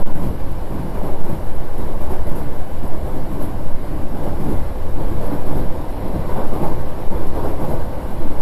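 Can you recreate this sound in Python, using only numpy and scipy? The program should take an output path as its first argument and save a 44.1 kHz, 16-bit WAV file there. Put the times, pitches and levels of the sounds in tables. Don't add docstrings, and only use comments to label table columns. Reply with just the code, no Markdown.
import sys
import numpy as np
from scipy import signal
from scipy.fft import rfft, irfft, next_fast_len
from scipy.io import wavfile
from scipy.ndimage import uniform_filter1d, map_coordinates

SR = 44100
rng = np.random.default_rng(int(sys.argv[2]) if len(sys.argv) > 2 else 0)


def generate_wav(signal):
    frames = np.transpose(np.atleast_2d(signal))
    scaled = np.clip(frames, -1, 1) * 32767
    pcm = np.round(scaled).astype(np.int16)
    wavfile.write(sys.argv[1], SR, pcm)


def ratio_of_db(decibels):
    return 10 ** (np.asarray(decibels, float) / 20)


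N = 370881

# f/Hz, level/dB
DECK_COLOUR = [(60, -59.5), (90, -7), (120, -1), (140, 2), (166, -3.5), (199, -1), (243, -7), (291, -2.5),
               (360, -6), (470, -30.5), (790, -120)]
FLOOR_COLOUR = [(180, -14), (300, -7), (429, -4), (480, -5), (530, -3.5), (600, -3), (680, -7), (902, -7.5),
                (1110, -13.5), (1230, -20.5), (1350, -22.5), (1760, -34.5), (2970, -120)]
WHEEL_COLOUR = [(680, -15.5), (1150, -4.5), (1320, -9.5), (1520, -4.5), (1790, -10), (2030, -9.5),
                (2630, -16), (2870, -16), (4020, -18.5), (5600, -23.5), (7280, -43), (12300, -120)]
WINDOW_COLOUR = [(4060, -23.5), (6900, -9), (9250, -8.5), (11800, 0), (12600, -0.5), (13700, -9)]
BODY_COLOUR = [(10, -38.5), (17, -14), (24, -1.5), (38, -4.5), (49, 0.5), (58, -9), (68, -2.5), (80, -6.5),
               (95, -9.5), (130, -22.5), (170, -39), (290, -120)]
# steady level/dB, front, middle, rear bogie blow/dB, attack/s, t60/s,
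# share of track roughness, share of joint boominess
DECK_RESPONSE = (-33.3, -26.6, -29.2, -25.9, 0.0043, 0.8071, 0.7154, .7)
FLOOR_RESPONSE = (-33.9, -25.3, -22.5, -23.2, 0.04, 0.45, 1.2864, -0.55)
WHEEL_RESPONSE = (-46.5, -48, -45, -44, .02, 0.6153, 0.8764, 0.26)
WINDOW_RESPONSE = (-53, -49, -45, -42.5, 0.0242, 0.4832, 0.52, 0.17)
# place/m, front, middle, rear bogie blow/dB
RAIL_JOINTS = [(-0.05, 0.0, -0.023, -1.61), (25, -0.32, 0.33, 0), (50, 1.73, 0.32, 0.36),
               (74.5, 1.03, -0.9, -0.89), (100, -2.04, 0.44, -0.14), (125, 1.12, 0.086, -0.07),
               (150, 0.26, -0.72, 0.51), (175, 0.58, 1.17, 1.13), (200.5, -1.67, -0.0, 0.0)]
# front, middle, rear bogie/dB
JOINT_BOOMINESS = [(0, 0.35, 2.5), (1.63, -1.55, 0.47), (0.95, 1, 1), (-0.11, 0.78, -1), (0.73, .6, -.4),
                   (1, 0.46, -.3), (1.05, -0.84, -1), (-0.38, -1.5, -1.1), (0.87, .1, .1)]
# distance behind first axle/m, second axle over first/dB
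BOGIE_LAYOUT = [
    (0, -3),
    (5.3, 2),
    (11.3, 1.01),
]
AXLE_GAP_M, FIRST_BLOW_S, SPEED_M_S = 2.071, -0.35955, 23.44
# t/s, level/dB
TRACK_ROUGHNESS = [(0, 0.5), (1.1, 0.2), (2.2, -0.11), (3.3, -0.61), (4.4, 0.43), (5.4, 1.28), (6.5, 2.5),
                   (7.5, 1.73), (8.41, 1.64)]
# t/s, level/dB
SPAN_BOOM = [(0, 0.45), (1.3, 0.65), (1.6, -2.5), (2.3, -1.13), (3.2, 0.99), (4.4, 2), (4.8, -0.7),
             (6.1, 0.59), (7.4, -1.03), (8.41, 1)]
# t/s, peak level/dB, f/Hz
FLOOR_KNOCKS = [(0.159, -28.6, 301), (0.249, -28.9, 269), (0.968, -31.5, 613), (1.037, -27.1, 387),
                (1.272, -27.0, 333), (1.781, -30.6, 387), (2.0, -31.6, 602), (2.1, -29.0, 290),
                (2.1, -30.8, 376), (2.404, -28.4, 296), (3.153, -28.8, 258), (3.168, -29.7, 511),
                (3.362, -29.9, 360), (3.437, -28.3, 296), (3.916, -27.0, 306), (4.17, -31.6, 608),
                (4.225, -29.0, 355), (4.245, -30.3, 570), (4.385, -29.7, 344), (4.44, -28.8, 290),
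                (4.494, -25.9, 366), (4.554, -28.5, 339), (4.973, -29.7, 532), (4.988, -29.7, 328),
                (5.088, -29.2, 333), (5.203, -31.4, 613), (5.313, -24.3, 290), (5.487, -28.0, 285),
                (6.051, -27.5, 312), (6.146, -27.4, 328), (6.28, -33.9, 920), (6.35, -30.1, 737),
                (6.37, -26.8, 538), (6.375, -37.1, 1087), (6.375, -33.9, 947), (6.52, -28.0, 387),
                (6.52, -34.8, 990), (6.55, -27.2, 296), (6.585, -34.0, 785), (6.615, -25.8, 339),
                (6.615, -33.9, 1082), (6.625, -26.6, 629), (6.694, -27.2, 296), (7.133, -30.9, 441),
                (7.333, -28.8, 301), (7.358, -30.1, 538), (7.373, -33.5, 802), (7.383, -33.7, 942),
                (7.433, -30.2, 662), (7.438, -31.1, 538), (7.438, -28.1, 387), (7.448, -30.9, 807),
                (7.463, -27.7, 285), (7.493, -31.2, 554), (7.493, -32.3, 635), (7.617, -31.0, 818),
                (7.637, -28.8, 559), (7.702, -30.9, 662), (7.707, -28.7, 565), (8.201, -29.8, 355)]
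# t/s, peak level/dB, f/Hz
DECK_THUMPS = [(0.158, -24.8, 145), (0.228, -26.6, 193), (0.248, -28.5, 139), (0.288, -25.4, 75),
               (0.467, -28.6, 139), (0.687, -28.6, 199), (0.782, -26.1, 145), (0.807, -28.1, 188),
               (1.241, -27.1, 96), (1.286, -30.5, 204), (1.315, -25.6, 86), (1.375, -27.2, 107),
               (2.178, -22.6, 75), (2.298, -27.2, 139), (2.348, -29.6, 193), (2.383, -27.8, 134),
               (3.176, -26.2, 139), (3.291, -26.3, 69), (3.301, -30.7, 188), (3.481, -25.7, 69),
               (4.229, -28.5, 204), (4.259, -26.0, 107), (4.373, -25.1, 199), (4.428, -23.5, 139),
               (4.463, -25.7, 215), (4.523, -25.2, 86), (4.947, -26.6, 150), (5.082, -26.7, 96),
               (5.276, -30.2, 226), (5.281, -28.9, 150), (5.486, -30.5, 242), (5.501, -24.0, 145),
               (5.566, -30.2, 242), (5.586, -26.0, 139), (5.611, -25.9, 69), (6.015, -29.6, 204),
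               (6.03, -25.4, 145), (6.12, -28.9, 183), (6.154, -25.1, 69), (6.344, -26.8, 231),
               (6.419, -26.8, 96), (6.588, -26.9, 209), (6.608, -28.4, 156), (6.723, -27.8, 134),
               (7.087, -28.4, 156), (7.142, -24.6, 69), (7.197, -29.0, 188), (7.432, -26.6, 80),
               (7.621, -29.7, 220), (7.626, -26.4, 150), (7.681, -25.4, 69), (7.701, -25.6, 139),
               (7.701, -31.3, 226), (7.781, -26.5, 96), (8.17, -28.1, 123)]
# t/s, level/dB
AIR_PUMPING = [(0, -6), (.6, -21.5), (1.2, -15), (2.2, -9.5), (3.3, -15), (4.3, -17.5), (5.4, -7.5),
               (6.1, -16.5), (6.6, -18.5), (7.2, -17.5), (7.8, -15.5), (8.4, -21.5)]
# t/s,
# pressure/full scale, half length/s
GIRDER_SURGES = [(0, -.15, .012), (.046, .83, .026), (.138, -.785, .023), (.441, .38, .02),
                 (1.136, -.57, .022), (1.228, .745, .03), (1.303, -.44, .024), (1.503, -.56, .025),
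                 (1.59, .55, .026), (2.044, -.59, .026), (2.15, .52, .023), (2.211, -.56, .02),
                 (2.306, .66, .022), (2.501, .46, .028), (2.602, -.5, .03), (2.926, .61, .032),
                 (3.425, -.44, .02), (3.671, -.62, .022), (3.741, .71, .017), (4.05, -.48, .02),
                 (4.592, -.53, .02), (4.954, -.56, .023), (5.192, -.46, .034), (5.265, .45, .03),
                 (5.415, -.5, .03), (5.496, .7, .026), (5.697, .61, .018), (6.345, -.5, .017),
                 (6.46, .7, .02), (6.515, -.59, .021), (6.662, .56, .024), (6.728, -.55, .023),
                 (7.094, -.75, .019), (7.231, .58, .03), (7.291, -.72, .023), (7.545, -.42, .019),
                 (8.23, .62, .02), (8.291, -.75, .024), (8.405, .53, .03)]
# t/s, level/dB
BODY_SHAKE = [(0.2, -29), (0.8, -30), (1.3, -30), (1.9, -30.5), (2.16, -26), (2.5, -31), (3.1, -29),
              (3.8, -28.5), (4.5, -28), (5.12, -26.5), (5.4, -30), (5.9, -28), (6.6, -29), (7.2, -28),
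              (7.8, -30), (8.3, -30)]
# t/s, peak level/dB
TRIM_RATTLES = [(0.5131, -41.5), (1.4685, -43.5), (1.5528, -41), (1.781, -37), (1.8157, -43.5),
                (2.0062, -43), (2.115, -38.5), (2.2691, -38.5), (2.3141, -44.5), (2.358, -39.5),
                (2.8768, -39), (3.4066, -39), (3.4155, -42), (3.4245, -37.5), (3.437, -40.5),
                (3.452, -42.5), (3.459, -44), (5.2648, -35.5), (5.466, -39.5), (6.3633, -42),
                (6.4662, -43.5), (7.27, -38.5), (8.2766, -43)]
RATTLE_T60_S = 0.0916
CHATTER_PER_S, CHATTER_SCATTER_DB, CHATTER_SHARE = 800, 1.5, 0.455
# t/s, f/Hz, level/dB
GEAR_MESH = [(0, 509, -47), (1.6, 509, -47), (3.2, 508, -43), (4.2, 507, -47), (4.8, 507, -38),
             (5.9, 506.5, -38), (6.5, 506, -43), (6.9, 506, -37), (7.5, 506, -39), (8.1, 506, -35.5),
             (8.41, 506, -42)]
MOTOR_HZ, MOTOR_SAGS_HZ_S, MOTOR_START_DB, MOTOR_FADES_DB_S = 2942, 4, -63.5, .5
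# f/Hz, width/Hz, depth/dB
MIC_PORT_DIP = (6400, 450, 2.5)


def unit(x):
    return x / np.sqrt(np.mean(x ** 2) + 1e-20)


def curves(rows):
    s, *cols = np.transpose(rows)
    return [np.interp(np.arange(N) / SR, s, c) for c in cols]


def wobble(rate):
    return map_coordinates(rng.standard_normal(N // 400), [np.arange(N) * rate / SR])


def filtered(x, response):
    m = next_fast_len(N + SR // 2)
    return irfft(rfft(x, m) * response(np.fft.rfftfreq(m, 1 / SR)), m)[:N]


def coloured(x, spectrum):
    f, db = np.transpose(spectrum)
    return unit(filtered(x, lambda hz: ratio_of_db(np.interp(np.log(hz + 1), np.log(f + 1), db))))


def rush(spectrum, patchy_db):
    z = signal.stft(rng.standard_normal(N + 1024), nperseg=1024)[2]
    field = uniform_filter1d(rng.standard_normal(z.shape), size=5, axis=0)
    field = uniform_filter1d(field, size=6, axis=1)
    noise = signal.istft(z * ratio_of_db(patchy_db * unit(field)), nperseg=1024)[1][:N]
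    return coloured(noise, spectrum)


def rolling():
    boom_db, roar_db = clatter(DECK_RESPONSE), clatter(FLOOR_RESPONSE)
    hiss_db, fizz_db = clatter(WHEEL_RESPONSE), clatter(WINDOW_RESPONSE)
    jolt = wobble(26)
    deck = ratio_of_db(boom_db + curves(SPAN_BOOM)[0] + 0.4 * jolt - 1.5) * rush(DECK_COLOUR, patchy_db=0.7)
    floor = ratio_of_db(roar_db + 0.4 * jolt - 0.7) * rush(FLOOR_COLOUR, patchy_db=0.8)
    wheel = ratio_of_db(hiss_db + 0.355 * jolt) * rush(WHEEL_COLOUR, patchy_db=1.27)
    pane = rush(WINDOW_COLOUR, patchy_db=1.27)
    dull = filtered(pane, lambda hz: 1 / (1 + (hz / 9800) ** 12))
    calm_db = 0.5904 * fizz_db + 0.3899 * np.mean(fizz_db)
    window = ratio_of_db(fizz_db) * (pane - dull) + ratio_of_db(calm_db) * dull
    window = ratio_of_db(0.57 * jolt + 0.44 * wobble(70)) * window
    return deck + floor + wheel + window


def clatter(response):
    steady_db, *bogie_db, attack_s, t60_s, rough_share, boom_share = response
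    step = 64
    t = np.arange(0, N + step, step) / SR
    power = ratio_of_db(2 * steady_db) * np.ones(len(t))
    for (place, *blow_db), boom_db in zip(RAIL_JOINTS, JOINT_BOOMINESS):
        joint_db = blow_db + boom_share * np.array(boom_db)
        for (behind, second_db), part_db, db in zip(BOGIE_LAYOUT, bogie_db, joint_db):
            for gap, axle_db in ((0, 0), (AXLE_GAP_M, second_db)):
                hit_s = FIRST_BLOW_S + (place + behind + gap) / SPEED_M_S
                since = np.maximum(t - hit_s, 0)
                decay = ratio_of_db(2 * (part_db + db + axle_db - 60 * since / t60_s))
                power += decay * (1 - np.exp(-since / attack_s)) ** 2
    level_db = np.interp(np.arange(N) / SR, t, 10 * np.log10(power))
    return level_db + rough_share * curves(TRACK_ROUGHNESS)[0]


def knocks(rows, under_db, attack_s, t60_s, spread, side_db):
    out, t = np.zeros(N + SR), np.arange(SR // 4) / SR
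    shape = (1 - np.exp(-t / attack_s)) * ratio_of_db(-60 * t / t60_s)
    side = np.arange(5) > 0
    for (s, db, hz), draw in zip(rows, rng.standard_normal((len(rows), 3, 5))):
        modes_hz = hz * np.exp(spread * draw[0] * side)
        modes = np.sin(2 * np.pi * modes_hz[:, None] * t + 3 * draw[2][:, None])
        ring = ratio_of_db((side_db + 3 * draw[1]) * side) @ modes
        out[round(s * SR):][:len(t)] += ratio_of_db(db - under_db) * shape / shape.max() * ring
    return out[:N]


def girders():
    def sway(hz):
        resonance = 1j * hz * 3.5 / (5.36 ** 2 - hz ** 2 + 1j * hz * 3.62)
        return resonance / (1 + (hz / 15) ** 4) * hz ** 2 / (hz ** 2 + 4)

    swing = unit(filtered(rng.standard_normal(N), sway))
    reach = .38
    pressure = reach * np.tanh(ratio_of_db(curves(AIR_PUMPING)[0] + 12.5) * swing)
    body = ratio_of_db(curves(BODY_SHAKE)[0] + 1.3) * rush(BODY_COLOUR, patchy_db=-0.19)
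    step = 16
    t = np.arange(0, N + step, step) / SR
    s, height, half = np.transpose(GIRDER_SURGES)[:, :, None]
    near = ((t - s) / half) ** 2
    hush = np.prod(1 - np.exp(-near ** 2 / 30), axis=0)
    still = np.prod(1 - .35 * (np.abs(height) > .6) * np.exp(-near), axis=0)
    surge = np.sum(height * np.exp(-near / 2), axis=0)
    hush, still, surge = (np.interp(np.arange(N) / SR, t, c) for c in (hush, still, surge))
    air = hush * pressure + surge
    return air - np.mean(air) + still * body


def trim():
    starts = np.zeros(N)
    for s, db in TRIM_RATTLES:
        starts[round(s * SR)] = ratio_of_db(db - 5.5)
    gate = signal.lfilter([1], [1, -ratio_of_db(-60 / RATTLE_T60_S / SR)], starts)
    noise, chance = rng.standard_normal((2, N)), rng.random(N)
    ticks = unit((chance < CHATTER_PER_S / SR) * ratio_of_db(CHATTER_SCATTER_DB * noise[1]))
    chatter = CHATTER_SHARE * ticks + (1 - CHATTER_SHARE) * noise[0]
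    knock = gate * chatter + 6 * starts
    ring = filtered(knock, lambda hz: 3.55 * 1j * hz * 1500 / (11600 ** 2 - hz ** 2 + 1j * hz * 1500))
    return ring + ratio_of_db(-6.5) * gate * coloured(noise[1], WHEEL_COLOUR)


def drive():
    gear_hz, gear_db = curves(GEAR_MESH)
    t = np.arange(N) / SR
    gear_level = ratio_of_db(gear_db + 0.59 * wobble(2.93))
    gear = gear_level * np.sin(2 * np.pi * np.cumsum(gear_hz + 0.804 * wobble(5)) / SR)
    motor_level = ratio_of_db(MOTOR_START_DB - MOTOR_FADES_DB_S * t + 1.44 * wobble(12))
    motor_hz = MOTOR_HZ - MOTOR_SAGS_HZ_S * t + 3 * wobble(25)
    motor = motor_level * np.sin(2 * np.pi * np.cumsum(motor_hz) / SR)
    return gear + motor


def thinned(x, share):
    z = signal.stft(x, nperseg=2048, noverlap=1024)[2]
    treble = z[250:446].reshape(14, 14, -1)
    power = np.mean(np.abs(treble) ** 2, axis=1, keepdims=True)
    tilt = ratio_of_db(np.linspace(0, 3.5, 14))[:, None, None]
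    power = power / np.mean(power, axis=0) ** .8 * tilt
    power = power * ratio_of_db(5 * uniform_filter1d(rng.standard_normal(power.shape), size=3, axis=2))
    kept = treble * np.where(power < np.quantile(power, share), .04, 1)
    spare = uniform_filter1d(rng.standard_normal(z.shape[1]), size=2) > .95
    z = np.concatenate([z[:250], kept.reshape(196, -1), z[446:644], z[644:652] * spare, 0 * z[652:]])
    return signal.istft(z, nperseg=2048, noverlap=1024)[1][:N]


def scene():
    steady = rolling() + trim() + drive() + girders()
    floor_blows = knocks(FLOOR_KNOCKS, under_db=1.6, attack_s=.012, t60_s=.24, spread=.22, side_db=-9)
    deck_blows = knocks(DECK_THUMPS, under_db=2.2, attack_s=.022, t60_s=.34, spread=.18, side_db=-10)
    return (steady + floor_blows + deck_blows)[None]


def top_cut(x):
    return signal.sosfilt(signal.butter(12, 15800, fs=SR, output="sos"), x)


def record(dry):
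    dip_hz, width_hz, depth_db = MIC_PORT_DIP
    top = .707
    early = 1.002 * top
    heard = filtered(dry[0], lambda hz: ratio_of_db(-depth_db * np.exp(-((hz - dip_hz) / width_hz) ** 2)))
    thin = thinned(np.clip(heard, -early, early), share=.07)
    spill = filtered(thin - np.clip(thin, -top, top), lambda hz: 1 / (1 + (hz / 13800) ** 8))
    return top_cut((thin - spill)[None])


dry = scene()
out = record(dry)
generate_wav(out)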